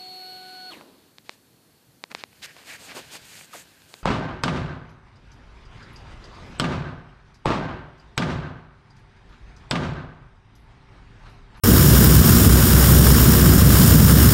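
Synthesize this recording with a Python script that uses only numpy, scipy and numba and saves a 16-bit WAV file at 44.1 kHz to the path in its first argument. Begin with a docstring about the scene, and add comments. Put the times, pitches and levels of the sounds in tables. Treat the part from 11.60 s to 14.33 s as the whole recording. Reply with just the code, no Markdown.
"""Roaring gas burner

A large gas burner throws a steady jet of flame across open ground.
A wavering low tone near 65 Hz makes the throb; shaped noise makes the roar, ringing tube, rush and hiss.
The rush and the nozzle's hiss pulse with each throb and flutter.
The recorder's limiter ducks everything at the strongest surges."""
import sys
import numpy as np
from scipy import signal
from scipy.fft import rfft, irfft
from scipy.io import wavfile
from numba import njit

SR = 44100
rng = np.random.default_rng(int(sys.argv[2]) if len(sys.argv) > 2 else 0)


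def master(y):
    """Save y as 16-bit WAV."""
    cut = np.clip(np.atleast_2d(y).T, -1, 1)
    pcm = np.round(cut * 32767)  # scale
    wavfile.write(sys.argv[1], SR, pcm.astype(np.int16))


N = 120393  # length in samples

# Loudness of the throb over time. Each row: time in seconds, level in dB before THROB_DB is added.
THROB_LEVEL = [(0.04, -40), (0.14, -12.5), (0.23, -37), (0.33, -12.5), (0.44, -18), (0.61, -12.5),
               (0.69, -31.5), (0.77, -17), (0.83, -21), (0.94, -10.5), (1.07, -23.5), (1.13, -15.5),
               (1.55, -13.5), (1.58, -20), (2.14, -16.5), (2.27, -22), (2.35, -15), (2.73, -16.5)]
# Speed of the throb over time. Each row: time in seconds, rate in Hz before the wander.
THROB_RATE = [(0.25, 64.2), (0.99, 64.0), (1.09, 62.6), (1.24, 64.8), (1.98, 65.25), (2.07, 64.3),
              (2.29, 64.17), (2.69, 66.1), (2.73, 67)]
# Loudness of the roar over time. 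Each row: time in seconds, level in dB before ROAR_DB and the swell.
ROAR_LEVEL = [(0.04, -13), (0.98, -12), (1.01, -15), (1.69, -12), (1.79, -16), (1.83, -11), (2.15, -13),
              (2.29, -11.5), (2.32, -9), (2.73, -15)]
# Tone colour of the turbulent burning. Each row: frequency in Hz, relative strength in dB per Hz.
ROAR_SPECTRUM = [(15, -31), (32, -28), (45, -10), (62, -9), (80, -3), (100, 2), (122, -2.5), (155, 1),
                 (195, -5.5), (235, -5), (265, -11), (310, -11.5), (340, -18), (480, -25), (720, -32),
                 (1200, -51), (2500, -79)]
# Resonances of the burner tube. Each row: frequency in Hz, width in Hz, relative strength in dB.
TUBE_RESONANCES = [(364.4, 19, 1), (406, 8.8, -4), (452.7, 16.6, -5), (483.4, 12.5, -8), (536.7, 8.6, -7.5),
                   (583, 14, -10.5), (662, 12, -11.5), (793, 21, -16)]
# Tone colour of the rush at the flame's root. 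Each row: frequency in Hz, relative strength in dB per Hz.
RUSH_SPECTRUM = [(400, -7.5), (750, -8.5), (1000, -2), (1150, 0), (1370, -0.5), (1600, 0), (1850, -5),
                 (2150, -8.5), (2500, -15), (3300, -21)]
# Tone colour of gas leaving the nozzle. Each row: frequency in Hz, relative strength in dB per Hz.
HISS_SPECTRUM = [(1400, -41), (2300, -13.5), (2500, -12), (2950, -5.5), (3400, -6.5), (3650, -7),
                 (4450, -9), (5150, -2.5), (5480, -1.5), (5800, -5), (6100, -11.5), (6450, -7.5),
                 (6830, -3), (7250, -3), (7550, -8.5), (7900, -7.5), (8450, -4.5), (8950, -1.5), (9350, -4),
                 (9780, -17.5), (10000, -7), (10300, -4.5), (10950, -3.5), (11420, -9), (11800, -6.5),
                 (12130, 1), (12850, -2.5), (13100, -16), (13450, -3), (13760, 6), (13950, -6),
                 (14130, 2.5), (14550, -2.5), (14950, -4), (15300, -1.5), (15660, -1)]
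# Loudness of the hiss over time. Each row: time in seconds, level in dB before HISS_DB and the motions.
HISS_LEVEL = [(0.06, -20.5), (0.61, -18.5), (0.63, -18.5), (0.97, -20), (1.04, -20), (1.37, -19.5),
              (1.46, -19.5), (1.97, -21), (2.28, -18.5), (2.51, -20), (2.54, -19.5), (2.73, -20)]
# Reflections from the ground and the burner's frame. Each row: delay in seconds, level in dB.
ECHOES = [(.0031, -26), (.0074, -17.5), (0.0129, -16.5), (0.0237, -16)]

# Levels in dB: THROB_DB, ROAR_DB and HISS_DB are added to the level tables
THROB_DB, ROAR_DB, TUBE_DB, RUSH_DB, HISS_DB = 0.5, 1.25, -26, -26.5, 1
# How far the levels move, in dB
ROAR_SWELL_DB = 0.5
RUSH_PULSE_DB, RUSH_FLUTTER_DB = 1.1, 1.33
HISS_PULSE_DB, HISS_FLUTTER_DB, HISS_PATCHY_DB, SPIT_DB = 1.0, 0.21, 0.76, 0.72
# How fast they move, in Hz
FLUTTER_HZ, SPIT_HZ = 70.4, 600
THROB_WANDER = 0.02  # spread of the throb's rate, as a fraction
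START_S, ATTACK_S = 0.0358, 0.0013  # silence before the sound, then a quick fade-in
LIMIT, LIMIT_ATTACK_S, LIMIT_RELEASE_S = 0.67, 0.00042, 0.047  # limiter threshold (full scale 1) and times
CEILING = 0.88  # rounded peaks stay below this (full scale 1)
TOP_HZ = 15750  # highest frequency kept


def undb(db):
    """Turn dB into a plain multiplier."""
    return 10 ** (np.asarray(db) / 20)


def unit(x):
    """Scale to an average (rms) strength of 1."""
    return x / np.sqrt(np.mean(x ** 2))


def frequencies():
    """Frequency in Hz of each spectrum bin of the whole sound."""
    return np.fft.rfftfreq(N, 1 / SR)


def noise_spectrum():
    """Spectrum of fresh white noise."""
    return rfft(rng.standard_normal(N))


def curve(rows):
    """Join rows of (seconds, value) by straight lines."""
    return np.interp(np.arange(N) / SR, *np.array(rows, float).T)


def walk(hz):
    """Smooth random wander of spread 1, with changes up to about hz."""
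    f = frequencies()
    gain = (f > 0) / np.sqrt(1 + (f / hz) ** 4)
    return unit(irfft(noise_spectrum() * gain, N))


def turbulence(points):
    """Noise with a spectrum of (Hz, dB) points, falling steeply beyond its ends."""
    f = frequencies() + 1  # the extra 1 Hz avoids the logarithm of zero
    hz, db = np.array(sorted(points), float).T
    shape = undb(np.interp(np.log(f), np.log(hz), db))
    low_edge = np.minimum(f / hz[0], 1) ** 4
    high_edge = np.minimum(hz[-1] / f, 1) ** 4
    return unit(irfft(noise_spectrum() * shape * low_edge * high_edge, N))


def bands(x, count):
    """Split a sound into equally wide bands up to TOP_HZ; the last also takes what lies above."""
    spectrum = rfft(x)
    index = np.minimum(frequencies() * count // TOP_HZ, count - 1)
    return [irfft(spectrum * (index == k), N) for k in range(count)]


@njit
def follow(x, attack, release):
    """Follow the peaks of a sound: quick up, slow down."""
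    out, level = np.empty(len(x)), 0.
    for i in range(len(x)):
        step = attack if x[i] > level else release
        level += (x[i] - level) * step
        out[i] = level
    return out


def throb(cycle):
    """The flame and the burner tube swing together in one low tone."""
    tone = np.sqrt(2) * np.sin(cycle)  # rms 1
    return tone * undb(curve(THROB_LEVEL) + THROB_DB)


def roar():
    """Big burning eddies rumble and swell."""
    level_db = curve(ROAR_LEVEL) + ROAR_DB + ROAR_SWELL_DB * walk(hz=32)
    return turbulence(ROAR_SPECTRUM) * undb(level_db)


def tube():
    """The turbulence rings the burner tube: noise passes through its narrow resonances."""
    f = frequencies()
    rings = 0
    for hz, width, db in TUBE_RESONANCES:
        resonance = undb(db) / (1 + 2j * (f - hz) / width)
        rings = rings + resonance * noise_spectrum()
    return unit(irfft(rings, N)) * undb(TUBE_DB)


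def rush(pulse, flutter):
    """Small eddies at the root of the flame pulse and flutter with the gas flow."""
    level_db = RUSH_DB + RUSH_PULSE_DB * pulse + RUSH_FLUTTER_DB * flutter
    return turbulence(RUSH_SPECTRUM) * undb(level_db)


def hiss(pulse, flutter):
    """Gas hisses from the nozzle, pulsing with the throb, fluttering and spitting finely."""
    gas = 0
    for band in bands(turbulence(HISS_SPECTRUM), count=6):
        gas = gas + band * undb(HISS_PATCHY_DB * walk(hz=60))  # each band flickers on its own
    motion_db = HISS_PULSE_DB * pulse + HISS_FLUTTER_DB * flutter + SPIT_DB * walk(SPIT_HZ)
    return gas * undb(curve(HISS_LEVEL) + HISS_DB + motion_db)


def surroundings(x):
    """Nearby surfaces add faint delayed copies that ripple the spectrum."""
    f = frequencies()
    response = 1 + sum(undb(db) * np.exp(-2j * np.pi * f * delay) for delay, db in ECHOES)
    return irfft(rfft(x) * response, N)


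def scene():
    """Add the throb, roar, tube, rush and hiss of one flame; only the hiss gets reflections."""
    rate = curve(THROB_RATE) * (1 + THROB_WANDER * walk(hz=7.8))
    cycle = 2 * np.pi * np.cumsum(rate) / SR
    pulse = -np.sin(cycle)  # the gas flows fastest when the pressure is low
    flutter = walk(FLUTTER_HZ)  # shared by the rush and the hiss
    flame = throb(cycle) + roar() + tube() + rush(pulse, flutter)
    flame = flame + surroundings(hiss(pulse, flutter))
    fade_in = np.clip((np.arange(N) / SR - START_S) / ATTACK_S, 0, 1)
    return (flame * fade_in)[None]


def record(dry):
    """A limiter holds down the surges, the last peaks are rounded, and the top is cut."""
    attack = 1 - np.exp(-1 / (LIMIT_ATTACK_S * SR))
    release = 1 - np.exp(-1 / (LIMIT_RELEASE_S * SR))
    peak = follow(np.abs(dry[0]), attack, release)
    held = dry * LIMIT / np.maximum(peak, LIMIT)
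    rounded = held / (1 + (held / CEILING) ** 20) ** (1 / 20)
    top_cut = signal.ellip(12, .05, 60, TOP_HZ, fs=SR, output="sos")
    return signal.sosfiltfilt(top_cut, rounded)


dry = scene()
out = record(dry)
master(out)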